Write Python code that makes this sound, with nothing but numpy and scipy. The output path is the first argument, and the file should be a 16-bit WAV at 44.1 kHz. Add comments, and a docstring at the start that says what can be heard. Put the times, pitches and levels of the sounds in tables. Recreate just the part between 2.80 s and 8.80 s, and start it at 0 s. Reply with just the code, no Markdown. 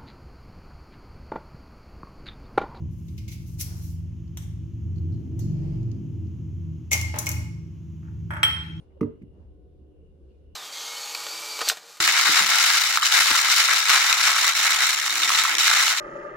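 """Apple and glass dish in a tiled kitchen

Close to a stereo microphone, a knife crunches through a wedge of apple as it peels it. The wedge taps
a plastic board; the knife clacks and rings as it is laid on the counter. Then a glass dish is nudged
and clinks against crockery as it is taken out. Farther off, under a faint hiss, a low throb comes
through the walls, probably an engine outside that idles, revs once and settles."""
import sys
import numpy as np
from scipy import signal
from scipy.fft import rfft, irfft
from scipy.io import wavfile
from scipy.ndimage import map_coordinates

SR = 44100
rng = np.random.default_rng(int(sys.argv[2]) if len(sys.argv) > 2 else 0)


def to_wav(sig):
    """Store sig (one row per channel, or 1-D mono) as 16-bit WAV at the path in sys.argv[1].

    Samples outside -1..1 are clipped; the rate is SR.
    """
    pcm = np.clip(np.atleast_2d(sig), -1, 1) * 32767
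    pcm = np.round(pcm).astype(np.int16)
    wavfile.write(sys.argv[1], SR, pcm.T)  # frames by channels


N = 264600
TIME = np.arange(N) / SR

# the blade bites and jumps forward: t/s, level/dB, decay/s
BITES = [(.284, -55.5, 0.0045), (.379, -47.5, 0.0073), (.479, -46.5, 0.015), (.518, -45, 0.011),
         (.792, -49, 0.025)]
# tone of a bite: f/Hz, level/dB
BITE_TONE = [(900, -21), (1700, -13), (2200, 5), (2900, -1.5), (4000, -2), (6000, 0.5), (9000, -12.5),
             (15000, -10.5)]
# each push of the blade swells and ebbs: peak t/s, level/dB, half length/s
PUSHES = [(0.522, -57.5, 0.028), (0.692, -61, 0.082), (0.798, -49, 0.013), (0.815, -35.5, 0.0115),
          (1.034, -55, 0.094)]
# cells bursting under the blade: f/Hz, level/dB
CRUNCH_TONE = [(350, -45), (600, -33), (1600, -17.5), (2180, -11), (3800, -10), (4200, -5.5), (4700, -5),
               (5790, 1.5), (8620, -5.5), (11700, 0), (16000, -5)]
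# resonances of the gripped blade: f/Hz, level/dB, width/Hz
GRIPPED_BLADE = [(2150, 4, 90), (4180, 11, 90), (5630, -2, 110), (7240, 9, 170), (10900, 11, 260),
                 (11700, -7.5, 150)]
# the flesh tearing open: f/Hz, level/dB
TEAR_TONE = [(300, 7.5), (600, -3.5), (1150, -3.5), (1600, -5.5), (2300, -13.5), (4000, -26.5), (8000, -21)]
# the peel snaps off, the wedge taps the board: t/s, level/dB, decay/s
APPLE_TAPS = [(1.5725, -30, 0.00069), (1.576, -49.5, 0.0036), (1.618, -54.5, 0.017), (2.592, -39.5, 0.0021)]
# tone of snap and tap: f/Hz, level/dB
TAP_TONE = [(350, -21.5), (600, -6), (880, -4.5), (1490, -14.5), (2040, -6.5), (2500, -13), (3300, -8),
            (4460, -14.5), (6460, -1), (8860, -7.5), (15100, -7.5), (16000, -29)]
# wet fingers slip and tick on the fruit: t/s, level/dB, decay/s
SLIPS = [(1.479, -57, .0012), (2.6, -56.5, 0.086), (3.03, -59, 0.0031), (3.116, -44, 0.0009),
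         (3.47, -59, 0.0011)]
# tone of a slip: f/Hz, level/dB
SLIP_TONE = [(1500, -14), (3000, -15.5), (3600, -17), (4200, -3), (5200, -4.5), (6800, -0.5), (8000, -24),
             (15000, -38.5)]
# short, rough squeaks on the apple's skin: t/s, level/dB, decay/s
SQUEAKS = [(2.159, -64.5, 0.0082), (2.18, -61.5, .008), (2.32, -67.5, 0.057)]
# tone of a squeak: f/Hz, level/dB
SQUEAK_TONE = [(2500, -28), (3850, -16), (4170, -4.5), (4500, -10), (8000, -28.5)]
# the brushing sleeve: f/Hz, level/dB
SLEEVE_TONE = [(300, -2.5), (600, 8), (1100, -4), (1600, -10.5), (2500, -4), (3700, -15.5), (4800, -8),
               (8000, -21.5), (15000, -33.5)]

# knife contacts: t/s, level/dB, decay/s, low edge of the clack/Hz (higher towards the tip)
KNIFE_HITS = [(4.111, -34, 0.021, 2470), (4.1152, -22, 0.0094, 810), (4.125, -18, 0.0058, 3570),
              (4.1305, -15.5, 0.011, 1490), (4.176, -29, 0.0023, 1000), (4.2127, -23, 0.0026, 3525),
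              (4.361, -34, 0.0016, 4000), (4.386, -21.5, 0.0082, 6100), (4.389, -12.5, 0.0024, 7300),
              (4.4603, -25.5, 0.0054, 6000), (4.4675, -23, 0.0033, 1000), (4.491, -11.5, 0.0017, 8240),
              (4.515, -25, 0.0065, 5080)]
# the knife's clack: f/Hz, level/dB
CLACK_TONE = [(400, 2), (900, -5.5), (1500, -64), (2300, 2.5), (3800, -6.5), (5000, -2.5), (6300, 6),
              (8500, -7), (12000, -5), (15500, -9.5)]
# the blade's modes: f/Hz, level held/dB, level lying/dB, t60/s
KNIFE_MODES = [(2126, 1.5, -6.5, 0.19), (2185, -0.5, 3.5, 0.105), (2497, -17.5, -4, 0.084),
               (2877, -15.5, -8, 0.12), (5630, -23, -5.5, .12), (6270, -15.5, -6, .1),
               (7400, -14.5, -9, .12)]
# dull knocks on the counter: t/s, level/dB, decay/s
KNOCKS = [(4.115, -37, 0.047), (4.340, -28, 0.0078), (4.358, -39.5, 0.056), (4.469, -37, 0.027)]
# tone of a knock: f/Hz, level/dB
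KNOCK_TONE = [(200, -19), (530, -10.5), (870, -2), (1400, -6.5), (2100, -4.5), (2900, -12.5), (8000, -33.5)]
# the worktop's woody modes: f/Hz, level/dB, t60/s
COUNTER_MODES = [(454, -7.5, 0.22), (604, 0.5, .14), (863, -0.5, 0.15), (910, -3.5, .1), (1082, -5, .18),
                 (1251, -4.5, 0.074)]

# glass contacts, grazing ones brighter: t/s, ring level/dB, crack level/dB, tilt/(dB per octave)
DISH_HITS = [(5.506, -49.5, -56, 4), (5.534, -49, -62, 3.5), (5.567, -49, -55, 2),
             (5.631, -15.5, -12.5, -1.2), (5.637, -21, -17, -1.5)]
# the hard crack of a glass contact: f/Hz, level/dB
CRACK_TONE = [(400, -20.5), (900, -18.5), (1500, -1.5), (2200, 0.5), (3300, -6.5), (4300, -16.5),
              (5400, -19.5), (6500, -29.5), (8100, -31), (9200, -59), (11000, -24), (15500, -46)]
# the glass dish's modes: f/Hz, level/dB, t60/s
DISH_MODES = [(876, -24, 0.17), (1302, -15.5, 0.33), (1360, -12.5, 0.42), (1570, -28, 0.36),
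              (1840, -21.5, 0.41), (2360, -26, 0.18), (3176, 2, 0.28), (3243, 5, 0.067),
              (5470, -6.5, 0.047), (5690, -20.5, 0.079), (8000, -5.5, 0.053), (8170, -13, 0.038),
              (9970, -9.5, 0.13), (11700, -28, 0.068), (12030, -16.5, 0.19), (13700, -19, 0.055),
              (14750, -21, 0.038), (14840, -18.5, 0.07)]
# crockery bumps and slides on its shelf: t/s, level/dB, decay/s
BUMPS = [(5.225, -59, 0.062), (5.275, -58, 0.022), (5.506, -32, 0.063), (5.562, -32.5, 0.02),
         (5.631, -17, 0.0036), (5.6365, -24, 0.011)]
# tone of a bump: f/Hz, level/dB
BUMP_TONE = [(200, -27), (500, -20.5), (620, 0.5), (780, -15), (868, 9.5), (960, -2), (1450, 7),
             (2250, -5.5), (2800, -17.5), (4200, -32.5), (8000, -36), (15000, -54)]

# the engine's idle hunts a little: t/s, firing rate/Hz, throb level/dB
IDLE = [(0, 11.9, 5), (.15, 11.75, 0), (.68, 11.7, -1), (.85, 10.8, -1.5), (2.0, 10.8, -0.5),
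        (4.0, 13.95, -3), (4.6, 13.95, -2.5), (4.8, 13.45, -3.5), (5.22, 13.3, -6), (5.4, 13.65, -2.5),
        (6, 13.35, -4)]
# the exhaust favours some multiples of the firing rate: order, level/dB
EXHAUST = [(2, -4), (3, -8.5), (4, -7), (5, 1), (6, 3), (7, -2.5), (9, -1.45)]
# low engine orders as heard through the walls: f/Hz, level/dB
BOOM_TONE = [(30, -44), (46, -14), (56, -15.5), (65, -10), (73, -20.5), (84, -1.5), (101, -9.5),
             (112.5, 1.5), (121, -15), (138, -8.5), (147, -21.5), (160, -3.5), (176, -20), (230, -27.5),
             (300, -67.5)]
# higher orders through the walls: f/Hz, level/dB
DRONE_TONE = [(150, -21), (190, 0), (209, 9.5), (226, -12), (245, -3), (256, 3), (270, 2.5), (292, -3),
              (318, 5.5), (345, -2.5), (385, -20), (450, -37)]
# the rush of exhaust gas: f/Hz, level/dB
RUSH_TONE = [(25, -12.5), (50, -2), (110, 13.5), (170, 11), (250, 1), (335, 12), (420, -1), (520, -12.5),
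             (700, -18), (1100, -29.5), (2500, -38.5), (5000, -51)]
# steady background hiss: f/Hz, level/dB
HISS_TONE = [(320, -29.5), (550, -1), (670, -5.5), (772, -7.5), (1050, -3.5), (1320, -8), (1480, -9.5),
             (1750, -11.5), (3030, -4.5), (3640, -15), (4500, -18.5), (6580, -7.5), (8360, -30),
             (12900, -21), (16000, -34.5)]

# reverberation of the tiled room: f/Hz, t60/s
KITCHEN_T60 = [(300, 0.46), (1500, 0.71), (3000, 0.66), (6000, 0.75), (10000, 0.24), (16000, 0.44)]
# stereo width, long waves reaching both channels alike: f/Hz, side minus mid/dB
WIDTH = [(300, -9), (700, -4.5), (1250, 3.5), (2400, 0)]
# balance of the fruit at the microphone: f/Hz, left minus right/dB
FRUIT_SIDE = [(1000, 2), (2400, -1), (4400, -2), (8000, 1.5), (15000, 10)]
# balance of knife and counter: f/Hz, left minus right/dB
KNIFE_SIDE = [(1000, 1), (2400, -1), (4400, -2), (8000, 3), (15000, 7.5)]
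# balance of the dish: f/Hz, left minus right/dB
DISH_SIDE = [(1000, 0.5), (1600, 0.5), (2500, 1), (4400, -3), (8000, 4.5), (15000, 8.5)]


def apple():
    """The blade bites, crunches and tears through; the peel snaps off and the wedge is set down."""
    tear = swell(s=0.913, db=-57.5, half_s=0.11) * colour(rng.standard_normal((2, N)), TEAR_TONE)
    crunch = peeling()
    bites = colour(bursts(BITES, grain_db=6), BITE_TONE)
    taps = colour(bursts(APPLE_TAPS, grain_db=-2), TAP_TONE)
    return crunch + tear + bites + taps


def peeling(from_s=0.081, to_s=1.22, fade_s=0.054, cells_per_s=1500, clump_db=6, sing_db=-10):
    """Cells burst in clumps of clicks under a light rub and each push; hard pushes make the blade sing."""
    rub = from_db(-71) * np.clip(np.minimum(TIME - from_s, to_s - TIME) / fade_s, 0, 1)
    pushes = sum(swell(*push) for push in PUSHES)
    rate = cells_per_s * from_db(clump_db * drift(40, N))
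    cells = (rng.random(N) < rate / SR) * from_db(np.minimum(rng.exponential(1, N), 4))
    clicks = colour(cells * rng.choice([-1, 1], (2, N)), CRUNCH_TONE)
    crunch = np.hypot(rub, pushes) * rms_one(clicks)
    drive = pushes / pushes.max() * crunch
    sing = sum(from_db(sing_db + db) * signal.lfilter(*signal.iirpeak(hz, hz / width, fs=SR), drive)
               for hz, db, width in GRIPPED_BLADE)
    return crunch + sing


def hand():
    """Wet fingers slip and squeak on the wedge; the sleeve brushes along as the hand lifts."""
    squeaks = colour(bursts(SQUEAKS, grain_db=-2), SQUEAK_TONE)
    sleeve = swell(s=2.875, db=-60, half_s=0.19) * colour(rng.standard_normal((2, N)), SLEEVE_TONE)
    slips = colour(bursts(SLIPS, grain_db=-1.5), SLIP_TONE)
    return slips + squeaks + sleeve


def knife(lies_down_s=4.3, lying_t60_share=0.55, ring_db=5.5, ring_halving_hz=1004):
    """Each contact clacks and rings the blade, thinner and fainter at the tip; the counter damps it."""
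    touches = blade = 0
    for s, db, decay, edge_hz in KNIFE_HITS:
        low_cut = signal.butter(2, edge_hz, "high", fs=SR, output="sos")
        touch = bursts([(s, db, decay)], grain_db=1.5)
        touches += signal.sosfilt(low_cut, touch + 1e-18 * np.cos(np.arange(N)))   # avoids underflow
    held = [(hz, db, t60) for hz, db, _, t60 in KNIFE_MODES]
    lying = [(hz, db, t60 * lying_t60_share) for hz, _, db, t60 in KNIFE_MODES]
    for s, db, _, edge_hz in KNIFE_HITS:
        modes = lying if s > lies_down_s else held
        blade += 0.5 ** (edge_hz / ring_halving_hz) * ring(s, db + ring_db, modes)
    clack = kitchen(colour(touches, CLACK_TONE), wet_db=-6, early_db=-9, early_s=0.008)
    return clack + kitchen(blade, wet_db=-5, early_db=-11.5, early_s=0.011)


def counter(ring_db=12.5):
    """Each knock is a dull thud that rings the worktop's woody modes in step with its energy."""
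    thuds = colour(bursts(KNOCKS, grain_db=7.5), KNOCK_TONE)
    wood = sum(ring(s, db + ring_db + 10 * np.log10(decay), COUNTER_MODES) for s, db, decay in KNOCKS)
    return kitchen(thuds + wood, wet_db=-2, early_db=-10, early_s=0.012)


def dish(crack_s=0.0032, main_hz=3200):
    """Glass meets crockery: a dull bump, a hard crack and the dish's modes, tilted about its main ring."""
    contacts = [(s, db, crack_s) for s, _, db, _ in DISH_HITS]
    crack = colour(bursts(contacts, grain_db=4), CRACK_TONE)
    bumps = colour(bursts(BUMPS, grain_db=-5.5), BUMP_TONE)
    glass = 0
    for s, db, _, tilt in DISH_HITS:
        modes = [(hz, level + tilt * np.log2(hz / main_hz), t60) for hz, level, t60 in DISH_MODES]
        glass += ring(s, db, modes)
    impacts = kitchen(crack + bumps, wet_db=-5.5, early_db=-15, early_s=0.0099)
    return impacts + kitchen(glass, wet_db=-9, early_db=-6.5, early_s=0.01)


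def engine(slow_hz=11, rev_hz=23, overtones_follow=0.65):
    """Beyond the walls, firings boom and drone and exhaust gas rushes; all three grow with speed."""
    idle_hz, throb_db = in_time(IDLE)
    firing_hz = idle_hz + (rev_hz - idle_hz) * rev()
    doublings = np.log2(firing_hz / slow_hz)
    boom = orders(firing_hz, BOOM_TONE, waver=0.39, apart_rad=0.24, echo_db=-7.5)
    boom *= from_db(-30.5 + 6.5 * doublings)
    drone = orders(firing_hz, DRONE_TONE, waver=0.63, apart_rad=0.13, echo_db=-0.5)
    drone *= from_db(-64 + 12 * doublings)
    gas = rng.standard_normal(N) + 1.2 * rng.standard_normal((2, N))
    rush = from_db(-55 + 14.5 * doublings) * rms_one(colour(gas, RUSH_TONE))
    fade_in = np.minimum(TIME / 0.01, 1)
    return fade_in * (from_db(throb_db) * boom + from_db(overtones_follow * throb_db) * (drone + rush))


def rev(at_s=1.68, rise_s=1.1, hold_s=0.27, fall_s=1.2):
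    """Share of full revs, 0 to 1: an S-shaped climb, a hold, then a coast that flattens out."""
    climb = np.clip((TIME - at_s) / rise_s, 0, 1)
    coast = np.clip((TIME - at_s - rise_s - hold_s) / fall_s, 0, 1)
    return np.sin(np.pi / 2 * climb) ** 2 * (1 - coast) ** 2


def orders(firing_hz, tone, waver, apart_rad, echo_db, house_t60=0.59, step=20):
    """Firing harmonics swell as they cross resonances of the house, whose echoes blur the glides."""
    firing_hz = firing_hz[::step]   # bass needs few samples
    count = len(firing_hz)
    phase = 2 * np.pi * np.cumsum(firing_hz) * step / SR
    direct = 0
    for k in range(2, 38):
        smear = np.exp(1j * np.pi * k ** 2 / 5)   # the walls spread each firing over its cycle
        wander = waver * firing_hz / firing_hz.mean() * (drift(9, count) + 1j * drift(9.9, count))
        channels = np.exp(1j * apart_rad * (-1) ** k * np.array([[1], [-1]]))
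        gain = from_db(at_hz(tone, k * firing_hz) + at_hz(EXHAUST, k))
        direct += gain * (channels * (smear + wander) * np.exp(1j * k * phase)).real
    age = TIME[:SR:step]
    tail = rms_one(rng.standard_normal(len(age)) * 1e-3 ** (age / house_t60)) / np.sqrt(len(age))
    echoes = from_db(echo_db) * signal.fftconvolve(direct, tail[None], axes=1)[:, :count]
    indoors = (direct + echoes) / np.hypot(1, from_db(echo_db))
    return signal.resample_poly(indoors, step, 1, axis=1)[:, :N]


def hiss(db=-68):
    """Faint, steady room tone, partly common to both channels."""
    noise = 0.74 * rng.standard_normal(N) + 0.63 * rng.standard_normal((2, N))
    return from_db(db) * colour(noise, HISS_TONE)


def kitchen(x, wet_db, early_db, early_s):
    """Close reflections off the counter, then a diffuse tail whose top treble dies first."""
    age = TIME[:int(0.8 * SR)]
    edges = np.geomspace(150, 19000, num=9)
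    white = rfft(rng.standard_normal((2, len(age))))
    hz = np.fft.rfftfreq(len(age), 1 / SR)
    tail = 0
    for low, high in zip(edges, edges[1:]):
        band = irfft(white * (hz >= low) * (hz < high), len(age))
        tail += band * 1e-3 ** (age / at_hz(KITCHEN_T60, np.sqrt(low * high)))
    tail = rms_one(tail * (1 - np.exp(-age / 0.0023)))
    early = rms_one(rng.standard_normal((2, len(age))) * (age > 0.002) * np.exp(-age / early_s))
    echoes = (from_db(wet_db) * tail + from_db(early_db) * early) / np.sqrt(len(age))
    return x + signal.fftconvolve(x, echoes, axes=1)[:, :N]


def place(x, side):
    """Set a source's width and balance at the microphone, by frequency."""
    hz = np.fft.rfftfreq(N, 1 / SR)
    left, right = rfft(x)
    width, lean_db = from_db(at_hz(WIDTH, hz)), at_hz(side, hz) / 2
    channels = (left + right + width * (left - right) * [[1], [-1]]) / np.sqrt(2 + 2 * width ** 2)
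    gains = from_db([lean_db, -lean_db])
    return irfft(channels * gains / np.sqrt(np.mean(gains ** 2, axis=0)), N)


def bursts(contacts, grain_db, grain_hz=1200):
    """Each contact (t/s, level/dB, decay/s) is a fast-dying scatter of tiny rebounds."""
    out, age = np.zeros((2, N + SR)), TIME[:SR // 3]
    for s, db, decay in contacts:
        rebounds = np.interp(age * grain_hz, np.arange(402), rng.standard_normal(402).clip(-1.7, 1.7))
        shape = rms_one(from_db(grain_db * rebounds)) * np.exp(-age / decay)
        start = int(s * SR)
        out[:, start:start + len(age)] += from_db(db) * shape * rng.standard_normal((2, len(age)))
    return out[:, :N]


def ring(s, db, modes):
    """One contact rings every mode (f/Hz, level/dB, t60/s), a quarter cycle apart left and right."""
    out, age = np.zeros((2, N + SR)), TIME[:SR // 3]
    waves = np.array([from_db(level - 60 * age / t60) * np.exp(2j * np.pi * hz * age)
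                      for hz, level, t60 in modes])
    phases = np.exp(2j * np.pi * rng.random(len(modes))) * np.array([[1], [1j]])
    attack = 1 - np.exp(-age / 0.00096)
    start = int(s * SR)
    out[:, start:start + len(age)] = from_db(db) * (phases @ waves).real * attack
    return out[:, :N]


def colour(x, tone, size=16384):
    """Causal (minimum-phase) filter that keeps the power of white noise."""
    gain = rms_one(from_db(at_hz(tone, np.fft.rfftfreq(size, 1 / SR))))
    cepstrum = irfft(np.log(gain + 1e-9))[:size // 2]
    cepstrum[1:] *= 2
    impulse = irfft(np.exp(rfft(cepstrum, size)))
    return signal.oaconvolve(x, impulse[None], axes=1)[:, :N]


def swell(s, db, half_s):
    """A smooth rise and fall that peaks at time s."""
    return from_db(db) * np.exp(-((TIME - s) / half_s) ** 2)


def drift(per_s, count):
    """Smooth random wander of unit power."""
    knots = rng.standard_normal(256)
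    return rms_one(map_coordinates(knots, [np.linspace(0, per_s * N / SR, count)], order=3, mode="wrap"))


def in_time(rows):
    """Each column of a curve at every sample."""
    s, *columns = np.transpose(rows)
    return [np.interp(TIME, s, column) for column in columns]


def at_hz(points, hz):
    """Read a table on a log-frequency axis."""
    f, value = np.transpose(points)
    return np.interp(np.log(np.maximum(hz, 1)), np.log(f), value)


def from_db(db):
    """Decibels to gain."""
    return 10 ** (np.asarray(db) / 20)


def rms_one(x):
    """Scale to unit power."""
    return x / np.sqrt(np.mean(x ** 2) + 1e-20)


def scene():
    """Fruit, knife and dish close by in one room, over a faint hiss and the engine outside."""
    fruit = kitchen(apple(), wet_db=-1, early_db=1, early_s=0.0072)
    fingers = kitchen(hand(), wet_db=-8.5, early_db=-7.5, early_s=0.006)
    return (place(fruit + fingers, FRUIT_SIDE) + hiss()
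            + place(knife() + counter(), KNIFE_SIDE) + place(dish(), DISH_SIDE) + engine())


def record(dry, cutoff_hz=16300):
    """The microphone chain cuts the top steeply."""
    return signal.sosfilt(signal.ellip(10, 0.1, 80, cutoff_hz, fs=SR, output="sos"), dry)


dry = scene()
out = record(dry)
to_wav(out)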